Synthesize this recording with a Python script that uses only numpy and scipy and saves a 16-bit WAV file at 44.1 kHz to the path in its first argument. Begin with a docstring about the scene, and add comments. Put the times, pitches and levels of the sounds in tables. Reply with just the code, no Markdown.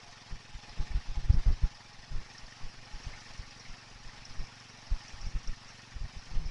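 """A single-cylinder four-stroke motorcycle plods up a hill road at low revs, heard from the rider's seat.
Throughout, gas pulses thud in the exhaust pipe, blows knock the engine case, cover and valve gear, and gears,
chain and tyres wash. About 1 s in, roadside barriers throw the clatter back; from then to 1.7 s eddies of wind
thump hardest on the microphone. The revs rise until 2.5 s, then waver; the valve gear chinks hard now and then,
hardest near 5.5 s, and the eddies crowd again from 4.9 s on."""
import sys
import numpy as np
from scipy import signal
from scipy.fft import rfft, irfft
from scipy.io import wavfile
from scipy.ndimage import uniform_filter1d

SR = 44100
rng = np.random.default_rng(int(sys.argv[2]) if len(sys.argv) > 2 else 0)


def unload_wav(signal):
    """Save mono or channel-first audio to the path in sys.argv[1] as 16-bit WAV at rate SR, clipped to [-1, 1]."""
    wavfile.write(
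        sys.argv[1],
        SR,
        np.round(np.clip(np.atleast_2d(signal).T, -1, 1) * 32767).astype(np.int16),
    )


N = 286650
TIME = np.arange(N) / SR


def undb(db):
    """Decibels to gain."""
    return 10 ** (np.asarray(db) / 20)


def level(x, db):
    """Scale to an rms level in dB."""
    return x * undb(db) / np.sqrt(np.mean(x ** 2))


def noise(spectrum):
    """Noise of rms 1, coloured by a table of (frequency [Hz], density [dB/Hz])."""
    hz, db = np.transpose(spectrum)
    bins_hz = np.maximum(np.fft.rfftfreq(N, 1 / SR), 1)
    colour_db = np.interp(np.log(bins_hz), np.log(hz), db)
    white = rng.standard_normal(N)
    return level(irfft(rfft(white) * undb(colour_db), N), 0)


def walk(steps_per_s):
    """Smoothed random steps of rms 1."""
    size = int(SR / steps_per_s)
    steps = np.repeat(rng.standard_normal(N // size + 1), size)[:N]
    smooth = uniform_filter1d(uniform_filter1d(steps, size), size)
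    return level(smooth, 0)


def cut(x, hz, kind, order=2):
    """Butterworth low-pass or high-pass."""
    return signal.sosfilt(signal.butter(order, min(hz, .45 * SR), kind, fs=SR, output="sos"), x)


def ring(x, modes):
    """Pass a force through parallel resonances (frequency [Hz], width [Hz], level [dB])."""
    out = 0
    for hz, width_hz, db in modes:
        b, a = signal.iirpeak(hz, hz / width_hz, fs=SR)
        out = out + undb(db) * signal.lfilter(b, a, x)
    return out


def steep_ring(x, hz, width_hz):
    """One resonance passed twice, for steep skirts."""
    mode = [(hz, 1.5 * width_hz, 0)]  # two passes narrow the band again
    return ring(ring(x, mode), mode)


def kicks(cycle, at, scatter_db, jitter_ms):
    """One impulse per engine cycle at a given share of it, each a little different in size and time."""
    numbers = np.arange(np.ceil(cycle[0] - at), cycle[-1] - at)
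    size, late = rng.standard_normal((2, len(numbers)))
    when_s = np.interp(numbers + at, cycle, TIME) + late * jitter_ms / 1000
    out = np.zeros(N)
    out[np.clip((when_s * SR).astype(int), 0, N - 1)] = undb(scatter_db * np.clip(size, -2, 2))
    return out


def fade(x, decay_ms):
    """Give every impulse an exponential tail."""
    return signal.lfilter([1], [1, -np.exp(-1000 / (decay_ms * SR))], x)


def rattle(cycle, blows, modes, scatter_db):
    """Each blow sets parts chattering: noise bursts, drawn afresh for each mode, drive its resonance."""
    out = 0
    for hz, width_hz, mode_db in modes:
        force = 0
        for at, db, decay_ms in blows:
            hits = kicks(cycle, at, scatter_db, jitter_ms=.5)
            force = force + undb(db) * fade(hits, decay_ms)
        chatter = force * rng.standard_normal(N)
        out = out + undb(mode_db) * steep_ring(chatter, hz, width_hz)
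    return out


def draught():
    """Between and under the eddies, slow air below about 30 Hz presses unevenly on the microphone port."""
    slow = cut(rng.standard_normal(N), 30.4, "low", order=4)
    return level(slow * undb(2 * walk(17)), -59.5)


def faint_eddies():
    """Weak suctions at uneven intervals, as rows like those of the eddy table."""
    rate_per_s, mid_db, spread_db, length_s = 3.7, -50.5, 8.5, .0095
    rows = []
    for k, (late, strong) in enumerate(rng.uniform(-.985, 1, size=(40, 2))):
        s = (k + .5 + .5 * late) / rate_per_s
        rows.append((s, mid_db + spread_db * strong, length_s, 2 * length_s, -1))
    return rows


def eddies():
    """Each eddy pushes or sucks at the port, swings back as the port leaks, and carries turbulence."""
    # eddies crossing the microphone:
    # (time [s], pressure [dB], length [s], rebound length [s], direction [+1 push, -1 suction])
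    strong_eddies = [(0.327, -26.5, 0.0054, 0.019, -1), (0.553, -33.5, 0.0047, 0.0082, 1),
                     (0.705, -40.5, 0.0052, .008, -1), (0.802, -18.5, 0.0063, .02, -1),
                     (0.912, -26, 0.0049, 0.018, -1), (0.954, -18, 0.0045, 0.0066, -1),
                     (0.976, -24.5, 0.0036, 0.013, -1), (1.096, -24.5, 0.0073, 0.014, -1),
                     (1.176, -19.5, 0.0043, .012, -1), (1.25, -25, 0.0089, 0.036, 1),
                     (1.301, -10.5, 0.0031, 0.0036, 1), (1.344, -14.5, 0.0028, 0.023, 1),
                     (1.376, -15.5, 0.0074, 0.012, -1), (1.467, -15.5, 0.0032, 0.0073, 1),
                     (1.481, -13.5, 0.004, 0.0066, -1), (1.505, -13.5, 0.0042, 0.01, 1),
                     (1.538, -29, 0.0048, 0.019, 1), (1.64, -12.5, 0.0037, 0.011, -1),
                     (2.117, -29, 0.0059, 0.013, -1), (2.158, -22, 0.0093, 0.02, -1),
                     (2.44, -37.5, 0.007, 0.015, -1), (2.643, -28, 0.012, 0.018, -1),
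                     (2.78, -41.5, 0.0084, 0.016, -1), (2.944, -29.5, 0.0055, 0.014, -1),
                     (3.07, -27, 0.0033, 0.014, -1), (3.11, -38, 0.0071, 0.024, -1),
                     (3.15, -42.5, 0.0056, 0.013, 1), (3.3, -46.5, 0.018, 0.015, 1),
                     (3.397, -31, 0.0042, 0.0097, -1), (3.702, -34, 0.0073, 0.011, -1),
                     (3.96, -44, 0.0049, 0.012, 1), (4.064, -36.5, .008, 0.017, 1),
                     (4.312, -38, 0.016, 0.047, 1), (4.398, -23, 0.0079, 0.02, -1),
                     (4.919, -19.5, 0.0043, 0.01, 1), (4.932, -24, 0.0067, 0.016, -1),
                     (5.14, -34.5, 0.0055, 0.03, -1), (5.215, -34.5, 0.01, 0.011, 1),
                     (5.247, -28, .006, 0.015, 1), (5.269, -26, 0.0042, 0.015, -1),
                     (5.356, -22, 0.0053, 0.01, -1), (5.487, -22, 0.0084, 0.014, -1),
                     (5.964, -28.5, 0.0034, 0.017, 1), (6.016, -27, 0.0055, 0.0087, -1),
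                     (6.045, -26, 0.0032, 0.011, -1), (6.17, -30.5, 0.0045, 0.016, -1),
                     (6.325, -31.5, 0.013, 0.017, -1), (6.358, -23.5, 0.012, .012, -1),
                     (6.376, -21, 0.0076, 0.037, 1), (6.459, -25, 0.0046, 0.0069, 1),
                     (6.48, -30, 0.007, 0.017, -1)]
    # turbulence inside an eddy: (frequency [Hz], density [dB/Hz])
    churn = [(15, -17), (40, 7.5), (75, -5), (105, -2.5), (150, -3.5), (220, -21.5), (350, -23), (700, -30),
             (2000, -37), (6000, -61)]
    rebound_lag, flank_power = .84, 1.66  # lag in rebound lengths
    churn_db, churn_db_per_db = -21.5, .88  # at 0 dB pressure, and how it follows the pressure
    churn_spread = 1.03  # in lengths of swing plus rebound
    pressure, stir_power = np.zeros(N), np.zeros(N)
    for s, db, length_s, rebound_s, way in list(strong_eddies) + faint_eddies():
        near = np.abs(TIME - s) < .15
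        age_s = TIME[near] - s
        swing = np.exp(-np.abs(age_s / length_s) ** flank_power)
        back_age = (age_s - length_s - rebound_lag * rebound_s) / rebound_s
        # equal area to the swing, opposite sign
        back = length_s / rebound_s * np.exp(-np.abs(back_age) ** flank_power)
        pressure[near] += np.sign(way) * undb(db) * (swing - back)
        churn_age = (age_s - rebound_s / 2) / (churn_spread * (length_s + rebound_s))
        stir_power[near] += undb(churn_db + churn_db_per_db * db) ** 2 * np.exp(-churn_age ** 2)
    turbulence = cut(np.sqrt(stir_power) * noise(churn), 38, "high")
    return pressure + turbulence


def running_gear(cycle, strain_db):
    """Gears, chain and tyres: noise flickers band by band and surges as each firing speeds up the crank."""
    # wash of gears, chain and tyres: (frequency [Hz], density [dB/Hz])
    wash_spectrum = [(30, -7), (65, -5), (170, -5), (280, -4.5), (420, -4), (600, -3.5), (750, -0.5),
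                     (1150, -1), (1500, -1.9), (2500, -1.4), (3600, -6), (5500, -1), (6500, -11.5),
                     (8000, -19.5), (9600, -27), (11000, -24)]
    _, _, bands = signal.stft(noise(wash_spectrum), SR, nperseg=512)
    flicker = rng.standard_normal(bands.shape)
    flicker = uniform_filter1d(flicker, 3, axis=0)  # across bands
    flicker = uniform_filter1d(flicker, 4, axis=1)  # across frames
    flicker_db = 2.6 * level(flicker, 0)
    wash = signal.istft(bands * undb(flicker_db), SR, nperseg=512)[1][:N]
    # under strain the crank turns less evenly, so the chug deepens
    depth_db = np.clip(.7 + .45 * strain_db, .6, 1.7)
    surge_db = depth_db * np.cos(2 * np.pi * (cycle - .14))
    return level(wash * undb(surge_db), -1.26)


def barriers(clatter):
    """A thin, bright reflection swells and fades as the bike passes roadside barriers."""
    nearest_s, half_pass_s, delay_ms = 1, .55, 12
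    echo = np.roll(clatter, int(delay_ms * SR / 1000))
    nearness = np.exp(-((TIME - nearest_s) / half_pass_s) ** 2)
    thin = cut(cut(echo, 2750, "high"), 4500, "low")
    return undb(-2) * nearness * thin


def chinks():
    """Now and then the valve gear strikes much harder: a decaying noise burst rings at its own pitch."""
    # hardest chinks of the valve gear: (time [s], level before decay [dB], ring [Hz], decay [ms])
    hard_chinks = [(0.694, -46, 5130, 4), (1.325, -48.5, 5200, 16), (1.52, -52, 5130, 16),
                   (1.748, -52, 5030, 13), (2.3, -52, 5270, 12), (2.378, -47, 5460, 11),
                   (3.033, -48, 5500, 14), (3.133, -51, 2230, 19), (3.2, -52, 5400, 12),
                   (3.375, -51, 5470, 12), (3.595, -49.5, 5440, 22), (3.652, -53.5, 2160, 36),
                   (4.25, -45.5, 5440, 13), (4.6, -53, 5300, 11), (4.645, -57, 5250, 11),
                   (4.865, -50, 5300, 12), (4.995, -65, 5400, 8.8), (5.081, -49, 5460, 15),
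                   (5.212, -47.5, 5500, 14), (5.257, -49, 5430, 24), (5.385, -54, 5500, 11),
                   (5.474, -40.5, 5500, 5.5), (5.68, -48, 5640, 13), (6.455, -52, 5300, 37)]
    width_share = .081  # ring width / pitch
    out, age_s = np.zeros(N + SR), TIME[:SR // 5]
    for s, db, hz, decay_ms in hard_chinks:
        metal = level(steep_ring(rng.standard_normal(len(age_s)), hz, width_share * hz), db)
        swell = (1 - np.exp(-age_s / .0007)) * np.exp(-1000 * age_s / decay_ms)
        start = int(s * SR)
        out[start:start + len(age_s)] += metal * swell
    return out[:N]


def valves(cycle):
    """The valve gear chinks each cycle, never twice alike, with a thin mirror image of its ring on top."""
    # blows in the valve gear: (share of cycle [1], level [dB], decay [ms])
    valve_blows = [(.71, -3, 15), (.72, -2, 3), (.28, -9, 4)]
    # valve gear resonances; the last row is no metal but a thin, faint mirror image of the 5.2 kHz ring,
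    # added by the recorder's 16 kHz sampling: (frequency [Hz], width [Hz], level [dB])
    rings_and_image = [(4400, 200, -1), (5020, 520, 10.5), (5260, 38, 14), (5670, 980, 6),
                       (10800, 380, -9.5)]
    return level(rattle(cycle, valve_blows, rings_and_image, scatter_db=3.5), -13.5)


def cam_drive(cycle):
    """The cam drive is jerked several times a cycle and makes the side cover and fins ring."""
    # jerks of the cam drive: (share of cycle [1], level [dB], decay [ms])
    cam_blows = [(.03, -1, 7), (.22, -2, 7), (.5, -5, 7), (.68, -4, 4), (.84, 1, 3)]
    # side cover and cooling fin resonances: (frequency [Hz], width [Hz], level [dB])
    cover_modes = [(708, 44, -2), (834, 28, 7), (1000, 110, -10), (3260, 410, -12), (3600, 150, -7.5)]
    return level(rattle(cycle, cam_blows, cover_modes, scatter_db=3.5), -12)


def piston(cycle):
    """Combustion and piston slap knock on the engine case."""
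    # combustion and slap: (share of cycle [1], level [dB], decay [ms])
    piston_blows = [(0.015, 1.5, 4.8), (.2, -6, 6.5), (.46, -9.5, 6), (.84, -6.5, 7)]
    # engine case resonances: (frequency [Hz], width [Hz], level [dB])
    case_modes = [(1107, 104, 2), (1828, 93, 9), (2040, 60, -2), (2070, 1100, -7), (2247, 136, -1.5),
                  (2594, 170, -1.5)]
    return level(rattle(cycle, piston_blows, case_modes, scatter_db=2.5), -10)


def exhaust(cycle, firing_hz):
    """A gas pulse per firing rings the pipe; listed modes alternate in sign; level grows with the revs."""
    # exhaust pipe resonances: (frequency [Hz], width [Hz], level [dB])
    pipe_modes = [(112.5, 22.6, 0.5), (238, 41, -9), (324, 17, -16.5), (252.3, 6.6, -11)]
    pulses = kicks(cycle, at=.948, scatter_db=.7, jitter_ms=.06)
    pipe = 0
    for k, mode in enumerate(pipe_modes):
        pipe = pipe + (-1) ** k * ring(-pulses, [mode])
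    thuds = level(cut(pipe, 356, "low"), -59.5)
    return thuds * (firing_hz / firing_hz.mean()) ** .98


def scene():
    """The engine cycle times every part; strain makes the cover ring more and the valves chink less."""
    # engine speed: (time [s], firing rate [1/s])
    firing = [(0.0, 21.52), (0.4, 21.64), (1.1, 21.1), (2.0, 21.88), (2.5, 23.0), (3.4, 23.11),
              (4.0, 22.67), (4.5, 23.26), (5.0, 22.56), (5.5, 23.17), (6.5, 22.76)]
    firing_s, firing_points_hz = np.transpose(firing)
    firing_hz = np.interp(TIME, firing_s, firing_points_hz)
    cycle = .33 + np.cumsum(firing_hz) / SR  # one firing per engine cycle

    # below cruising speed the engine lugs
    cruise_hz, strain_db_per_hz = 22.25, 4
    lug_hz = cruise_hz - firing_hz
    strain_db = strain_db_per_hz * lug_hz

    parts = piston(cycle) + running_gear(cycle, strain_db)
    parts = parts + cam_drive(cycle) * undb(strain_db)
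    parts = parts + valves(cycle) * undb(-.4 * strain_db)

    # the mechanism grows with the revs and wanders, slowly and quickly
    mechanism_db = -53 - .5 * lug_hz + .68 * walk(10) + .5 * walk(45)
    mechanism = (parts + barriers(parts)) * undb(mechanism_db)
    wind = draught() + eddies()
    return (exhaust(cycle, firing_hz) + mechanism + chinks() + wind)[None]


def record(dry):
    """A steep elliptic low-pass cuts everything above 11 kHz."""
    return signal.sosfilt(signal.ellip(10, .2, 70, 11000, fs=SR, output="sos"), dry)


dry = scene()
out = record(dry)
unload_wav(out)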